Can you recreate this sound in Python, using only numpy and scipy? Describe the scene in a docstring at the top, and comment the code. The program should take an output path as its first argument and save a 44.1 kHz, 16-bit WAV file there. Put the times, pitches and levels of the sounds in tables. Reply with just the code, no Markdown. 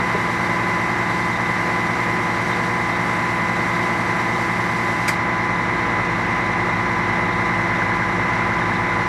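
"""A truck's six-cylinder diesel runs at a raised idle in an open yard, driving a loader crane's pump.
Its firings drone, its valves clatter, and the timing gears and the pump whine.
Oil hisses through the crane's valves while the boom slides out, with one soft thud near the start.
With a sharp clack the next boom section takes over: the hiss drops, a low hum swells,
and soon the engine begins to knock."""
import sys
import numpy as np
from scipy.fft import rfft, irfft, next_fast_len
from scipy.io import wavfile
from scipy.ndimage import map_coordinates

SR = 44100
rng = np.random.default_rng(int(sys.argv[2]) if len(sys.argv) > 2 else 0)


def wrap_up_sound(samples):
    """Save the sound to the file named by the first command line argument, as 16-bit audio."""
    columns = np.atleast_2d(samples).T
    # keep every value between -1 and 1, then stretch to whole-number steps
    tamed = np.clip(columns, -1, 1)
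    steps = np.round(tamed * 32767).astype(np.int16)
    wavfile.write(sys.argv[1], SR, steps)


N = 400428
CYCLE_HZ = 10.0063  # engine cycles a second; in each, the crankshaft turns twice
CLACK_S = 5.079  # when the next boom section takes over


def amp(db):
    """Turn decibels into a factor to multiply by."""
    return 10 ** (np.asarray(db) / 20)

def unit(x):
    """Scale x to an average (rms) level of 1."""
    return x / np.sqrt(np.mean(x ** 2) + 1e-20)

def clock():
    """The time of every sample, in seconds."""
    return np.arange(N) / SR

def wobble(rate):
    """A smooth random curve that takes `rate` new values a second."""
    return map_coordinates(rng.standard_normal(int(N * rate / SR) + 4), [clock() * rate])

def filtered(x, response):
    """Turn each frequency in x up or down by the factor response(hz)."""
    size = next_fast_len(N + 8192)
    return irfft(rfft(x, size) * response(np.fft.rfftfreq(size, 1 / SR)), size)[:N]

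def coloured(x, spectrum):
    """Shape x by a curve through (Hz, dB) points, fading above the last one."""
    points_hz, points_db = np.transpose(spectrum)
    def response(hz):
        db = np.interp(np.log(hz + 1), np.log(points_hz + 1), points_db)
        return amp(db) / np.maximum(hz / points_hz[-1], 1) ** 2
    return unit(filtered(x, response))

def noise(spectrum):
    """Steady noise shaped by (Hz, dB) points."""
    return coloured(rng.standard_normal(N), spectrum)

def tone(turns):
    """A pure tone that swings once per turn, starting anywhere in its swing."""
    return np.sqrt(2) * np.sin(2 * np.pi * (turns + rng.random()))

def resonances(x, modes):
    """Make x ring at each (Hz, half-width in Hz, dB) peak."""
    def response(hz):
        return sum(amp(db) / (1 + ((hz - centre) / width) ** 2) for centre, width, db in modes)
    return unit(filtered(x, response))

def pipework(x, depth_db, spacing_hz=45):
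    """Pipes and steel plates ring at many close pitches, lifting some and weakening others."""
    bumps = rng.standard_normal(2048)
    bumps_hz = spacing_hz * np.arange(len(bumps))
    return unit(filtered(x, lambda hz: amp(depth_db * np.interp(hz, bumps_hz, bumps))))

def burst(start, rise, hold, t60):
    """Loudness that rises, holds, then falls 60 dB in t60; all times are in seconds."""
    age = clock() - start
    return np.clip(age / rise, 0, 1) * amp(-60 * np.maximum(age - hold, 0) / t60)

def shaft_time(drift, flutter):
    """Seconds as a spinning shaft counts them: its speed drifts slowly and flutters quickly."""
    return np.cumsum(1 + drift * wobble(2) + flutter * wobble(20)) / SR


# The ring of the engine's valve gear. Each row: pitch in Hz, half-width in Hz, relative level in dB.
TAPPET_RING = [(3670, 58, 0), (3960, 70, -3)]

def tappets(cycle, db, depth_db, scatter_db, per_cycle=3):
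    """The parts that open the engine's valves tick faintly, never twice alike."""
    ticks = amp(depth_db * np.cos(2 * np.pi * per_cycle * cycle) + scatter_db * wobble(25))
    return amp(db) * resonances(ticks * rng.standard_normal(N), TAPPET_RING)


# The dull noise of the thud. Each row: frequency in Hz, relative level in dB.
THUD_SPECTRUM = [(200, -28), (400, 0), (600, 3), (900, -20), (3000, -50)]

def thud(start_s, db):
    """One soft knock in the crane as the boom runs."""
    return amp(db) * noise(THUD_SPECTRUM) * burst(start_s, rise=0.0025, hold=0.006, t60=0.055)


# The tones of the fan and other belt-driven parts. Each row: pitch in Hz, relative level in dB.
BELT_TONES = [(163, -44.5), (228, -42.5), (364.3, -38), (483, -41.5), (988.5, -37)]

def belt(slip, waver_db):
    """The belt slips a little, so the parts it drives drift out of step with the engine."""
    turning = shaft_time(drift=slip, flutter=slip)
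    return sum(amp(db + waver_db * wobble(11)) * tone(hz * turning) for hz, db in BELT_TONES)


# The crane's low hum, then its octave.
# Each row: starting level in dB, rise under load in dB, seconds to make about two thirds of that rise.
HUM_TONES = [(-53, 11, .3), (-50, 13.5, 0.62)]

def hum(turning, pitch_hz=51.85):
    """The oil system hums, and swells once the next boom section is moving."""
    loaded_s = np.maximum(clock() - CLACK_S, 0)
    sound = np.zeros(N)
    for multiple, (db, rise_db, swell_s) in enumerate(HUM_TONES, 1):
        swell = 1 - np.exp(-loaded_s / swell_s)
        sound += amp(db + rise_db * swell) * tone(multiple * pitch_hz * turning)
    return sound


# Oil hiss before (fast) and after (slow) the clack. Each row: frequency in Hz, relative level in dB.
FAST_HISS = [(1500, -4.5), (3200, -0.5), (3800, 2), (4700, -2.5), (6080, -1), (6200, -7), (7400, -5.5),
             (8800, -11), (11800, -14.5), (13200, -24), (15600, -36)]
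SLOW_HISS = [(1500, -17), (3200, -2), (3850, 5), (4600, -1.5), (6080, -0.5), (6200, -7), (7400, -8),
             (8200, -12.5), (11000, -15), (13000, -29), (15600, -39)]
# Thin whistles at fast flow. Each row: pitch in Hz, half-width in Hz, relative level in dB.
VALVE_WHISTLES = [(3700, 60, 8), (5640, 69, 6), (7430, 50, -15), (8620, 50, -17), (11170, 50, -16),
                  (11990, 50, -14)]

def oil(fast_db, whistle_db, slow_db, settle_s, flutter_db):
    """Oil hisses and whistles through the valves, then settles quieter and duller after the clack."""
    settled = np.clip((clock() - CLACK_S) / settle_s, 0, 1)
    whistles = amp(whistle_db + 1.5 * wobble(8.2)) * resonances(rng.standard_normal(N), VALVE_WHISTLES)
    fast = amp(fast_db) * pipework(noise(FAST_HISS), depth_db=2.3) + whistles
    slow = amp(slow_db) * pipework(noise(SLOW_HISS), depth_db=2.4)
    hiss = np.sqrt(1 - settled) * fast + np.sqrt(settled) * slow
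    return hiss * amp(flutter_db * wobble(60) + 0.33 * wobble(5))


# The pump's pressure ripple. Each row: multiple of the stroke rate, typical level in dB.
PUMP_TONES = [(1, -37.5), (2, -36), (4, -44.5), (6, -30.5), (7, -47)]

def pump(turning, waver_db, throb_db, stroke_hz=168.12):
    """Each piston stroke sends a ripple down the oil lines: a whine that throbs with the engine."""
    strokes = stroke_hz * turning
    whine = sum(amp(db + waver_db * wobble(14)) * tone(multiple * strokes) for multiple, db in PUMP_TONES)
    return whine * amp(throb_db * np.sin(2 * np.pi * CYCLE_HZ * turning))


# The ring of the boom's steel. Each row: pitch in Hz, half-width in Hz, relative level in dB.
STEEL_RING = [(1670, 33, 7), (2050, 36, 1), (3130, 33, -5), (4800, 69, -16), (7140, 28, -23.5),
              (7940, 75, -21), (9430, 26, -13)]
# The scrape in the clack. Each row: frequency in Hz, relative level in dB.
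SCRAPE_SPECTRUM = [(500, -21), (1600, 10), (2200, 14), (2900, -3.5), (4000, -3), (4800, 1), (8000, -5),
                   (11000, -10.5), (13800, -17), (14500, -29)]

def clack(scrape_db, ring_db, echo_db):
    """A boom section meets its stop: a short scrape, a ring of steel and a faint echo from the yard."""
    ring = resonances(rng.standard_normal(N), STEEL_RING)
    ring *= burst(CLACK_S, rise=0.0043, hold=0.015, t60=0.11)
    scrape = pipework(noise(SCRAPE_SPECTRUM), depth_db=3.5)
    scrape *= burst(CLACK_S - 0.001, rise=0.0029, hold=0.014, t60=0.076)
    echo = noise(SCRAPE_SPECTRUM) * burst(CLACK_S, rise=0.018, hold=0.026, t60=0.19)
    return amp(scrape_db) * scrape + amp(ring_db) * ring + amp(echo_db) * echo


# The ring of the engine's knock. Each row: pitch in Hz, half-width in Hz, relative level in dB.
KNOCK_RING = [(1430, 79, -1), (1680, 130, 0)]

def knock(cycle, db, cycle_offset, t60, start_s, swell_s):
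    """As the load builds, one cylinder starts to knock, once a cycle."""
    age_s = (cycle - cycle_offset) % 1 / CYCLE_HZ
    blows = resonances(rng.standard_normal(N) * amp(-60 * age_s / t60), KNOCK_RING)
    return amp(db) * blows * np.clip((clock() - start_s) / swell_s, 0, 1)


def firing(cycle, depth_db, uneven_db, cylinders=6):
    """Loudness over the cycle: one swell for each cylinder, each with its own strength."""
    strengths_db = uneven_db * unit(rng.standard_normal(cylinders))
    cylinder_db = np.interp(cycle * cylinders, np.arange(cylinders), strengths_db, period=cylinders)
    return unit(amp(depth_db * np.cos(2 * np.pi * cylinders * cycle) + cylinder_db))


# The noise of burning fuel and cooling air. Each row: frequency in Hz, relative level in dB.
ROAR_SPECTRUM = [(28, -36), (50, -17), (85, -16.5), (220, -2), (400, -4.5), (570, -4), (820, -0.5),
                 (1050, -7.5), (1330, -1.5), (1750, -2), (2100, -3.5), (2400, -8.5), (3000, -16.5),
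                 (6000, -44)]

def roar(cycle, db):
    """Burning fuel and cooling air make a rush that pulses with the firings."""
    pulses = firing(cycle, depth_db=-1.2, uneven_db=0.8)
    rush = coloured(rng.standard_normal(N) * pulses, ROAR_SPECTRUM)
    return amp(db + 0.7 * wobble(4.6)) * rush


# The engine's repeating clatter. Each row: frequency in Hz, relative level in dB.
CLATTER_SPECTRUM = [(38, -35), (50, -46), (90, -7.5), (220, 0), (400, -11), (570, -9.5), (680, -6),
                    (950, 0.5), (1240, -2.5), (1360, -11.5), (1450, -4.5), (1850, -3.5), (2050, 1.5),
                    (2250, -8), (2700, -25.5), (6000, -41)]

def clatter(cycle, tones, db, lope_db, size=4096):
    """Valves and fuel injectors rattle the same way every cycle, so one cycle of noise is looped."""
    position = np.arange(size) / size
    lope = amp(lope_db * np.cos(2 * np.pi * position))  # one side of the cycle hits harder
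    spectrum = rfft(rng.standard_normal(size) * lope * firing(position, depth_db=1.5, uneven_db=0.8))
    spectrum /= np.sqrt(np.abs(spectrum) + 1e-9)  # soften chance peaks
    spectrum[[int(multiple) for multiple, _ in tones]] = 0  # leave gaps for the engine's clear tones
    looped = map_coordinates(irfft(spectrum), [cycle % 1 * size], mode="grid-wrap")
    return amp(db) * coloured(looped, CLATTER_SPECTRUM)


# The ring of the engine block. Each row: multiple of the cycle rate, relative level in dB.
BLOCK_TONES = [(11, -41.5), (84, -37.7), (106, -40.7), (117, -39), (161, -43.2), (176, -42.5)]

def drone_tones(gain_db, base_db=-46, exhaust_hz=150, exhaust_octaves=0.49, exhaust_db=14):
    """List the (multiple of the cycle rate, dB) tones of the crankshaft, the firings and the block."""
    levels = {multiple: base_db for multiple in range(8, 23, 2)}  # unequal cylinders shake the crank
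    for multiple in range(6, 37, 6):  # six firings a cycle, louder near the pitch the exhaust rings at
        octaves_away = np.log2(multiple * CYCLE_HZ / exhaust_hz)
        levels[multiple] = base_db + exhaust_db * np.exp(-(octaves_away / exhaust_octaves) ** 2)
    levels.update(BLOCK_TONES)
    # below 105 Hz, tones pass less easily into the air and lose 2.5 dB an octave
    return [(multiple, db + gain_db - 2.5 * max(np.log2(105 / (multiple * CYCLE_HZ)), 0))
            for multiple, db in levels.items()]


# The whine of the timing gears. Each row: teeth meeting per cycle, relative level in dB.
GEAR_TONES = [(201, -30.4), (210, -35.4)]

def engine(cycle, drone_db, gears_db, waver_db):
    """The diesel: a wavering drone and gear whine, with clatter and roar in step."""
    tones = drone_tones(drone_db) + [(teeth, db + gears_db) for teeth, db in GEAR_TONES]
    tonal = sum(amp(db + waver_db * wobble(10)) * tone(multiple * cycle) for multiple, db in tones)
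    return tonal + clatter(cycle, tones, db=-26.0, lope_db=1.5) + roar(cycle, db=-27.5)


def scene():
    """Add up the truck and its crane, both driven by one shaft."""
    turning = shaft_time(drift=0.0002913, flutter=0.00065)
    cycle = CYCLE_HZ * turning  # engine cycles counted so far
    cycle += 0.00022 * np.sin(2 * np.pi * cycle)  # the crank twists a little over each cycle
    load = np.clip((clock() - CLACK_S) / 2.2, 0, 1)  # the engine works a little harder after the clack
    truck = amp(0.5 * load) * engine(cycle, drone_db=1.68, gears_db=0.25, waver_db=0.92)
    truck += amp(load - 1.8) * belt(slip=0.0013, waver_db=2.0)
    truck += tappets(cycle, db=-52, depth_db=7, scatter_db=4.5)
    truck += knock(cycle, db=-34, cycle_offset=0.25, t60=0.045, start_s=6.5, swell_s=1.4)
    hiss = oil(fast_db=-39.5, whistle_db=-55.0, slow_db=-43.0, settle_s=0.1, flutter_db=0.6)
    crane = pump(turning, waver_db=1.0, throb_db=-0.9) + hum(turning) + hiss
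    crane += clack(scrape_db=-19.0, ring_db=-22, echo_db=-30.5)
    crane += thud(start_s=0.147, db=-20.5)
    return truck + crane

def record(dry):
    """One channel, with the very highest treble cut away."""
    return filtered(dry, lambda hz: hz < 15720)[None]


dry = scene()
out = record(dry)
wrap_up_sound(out)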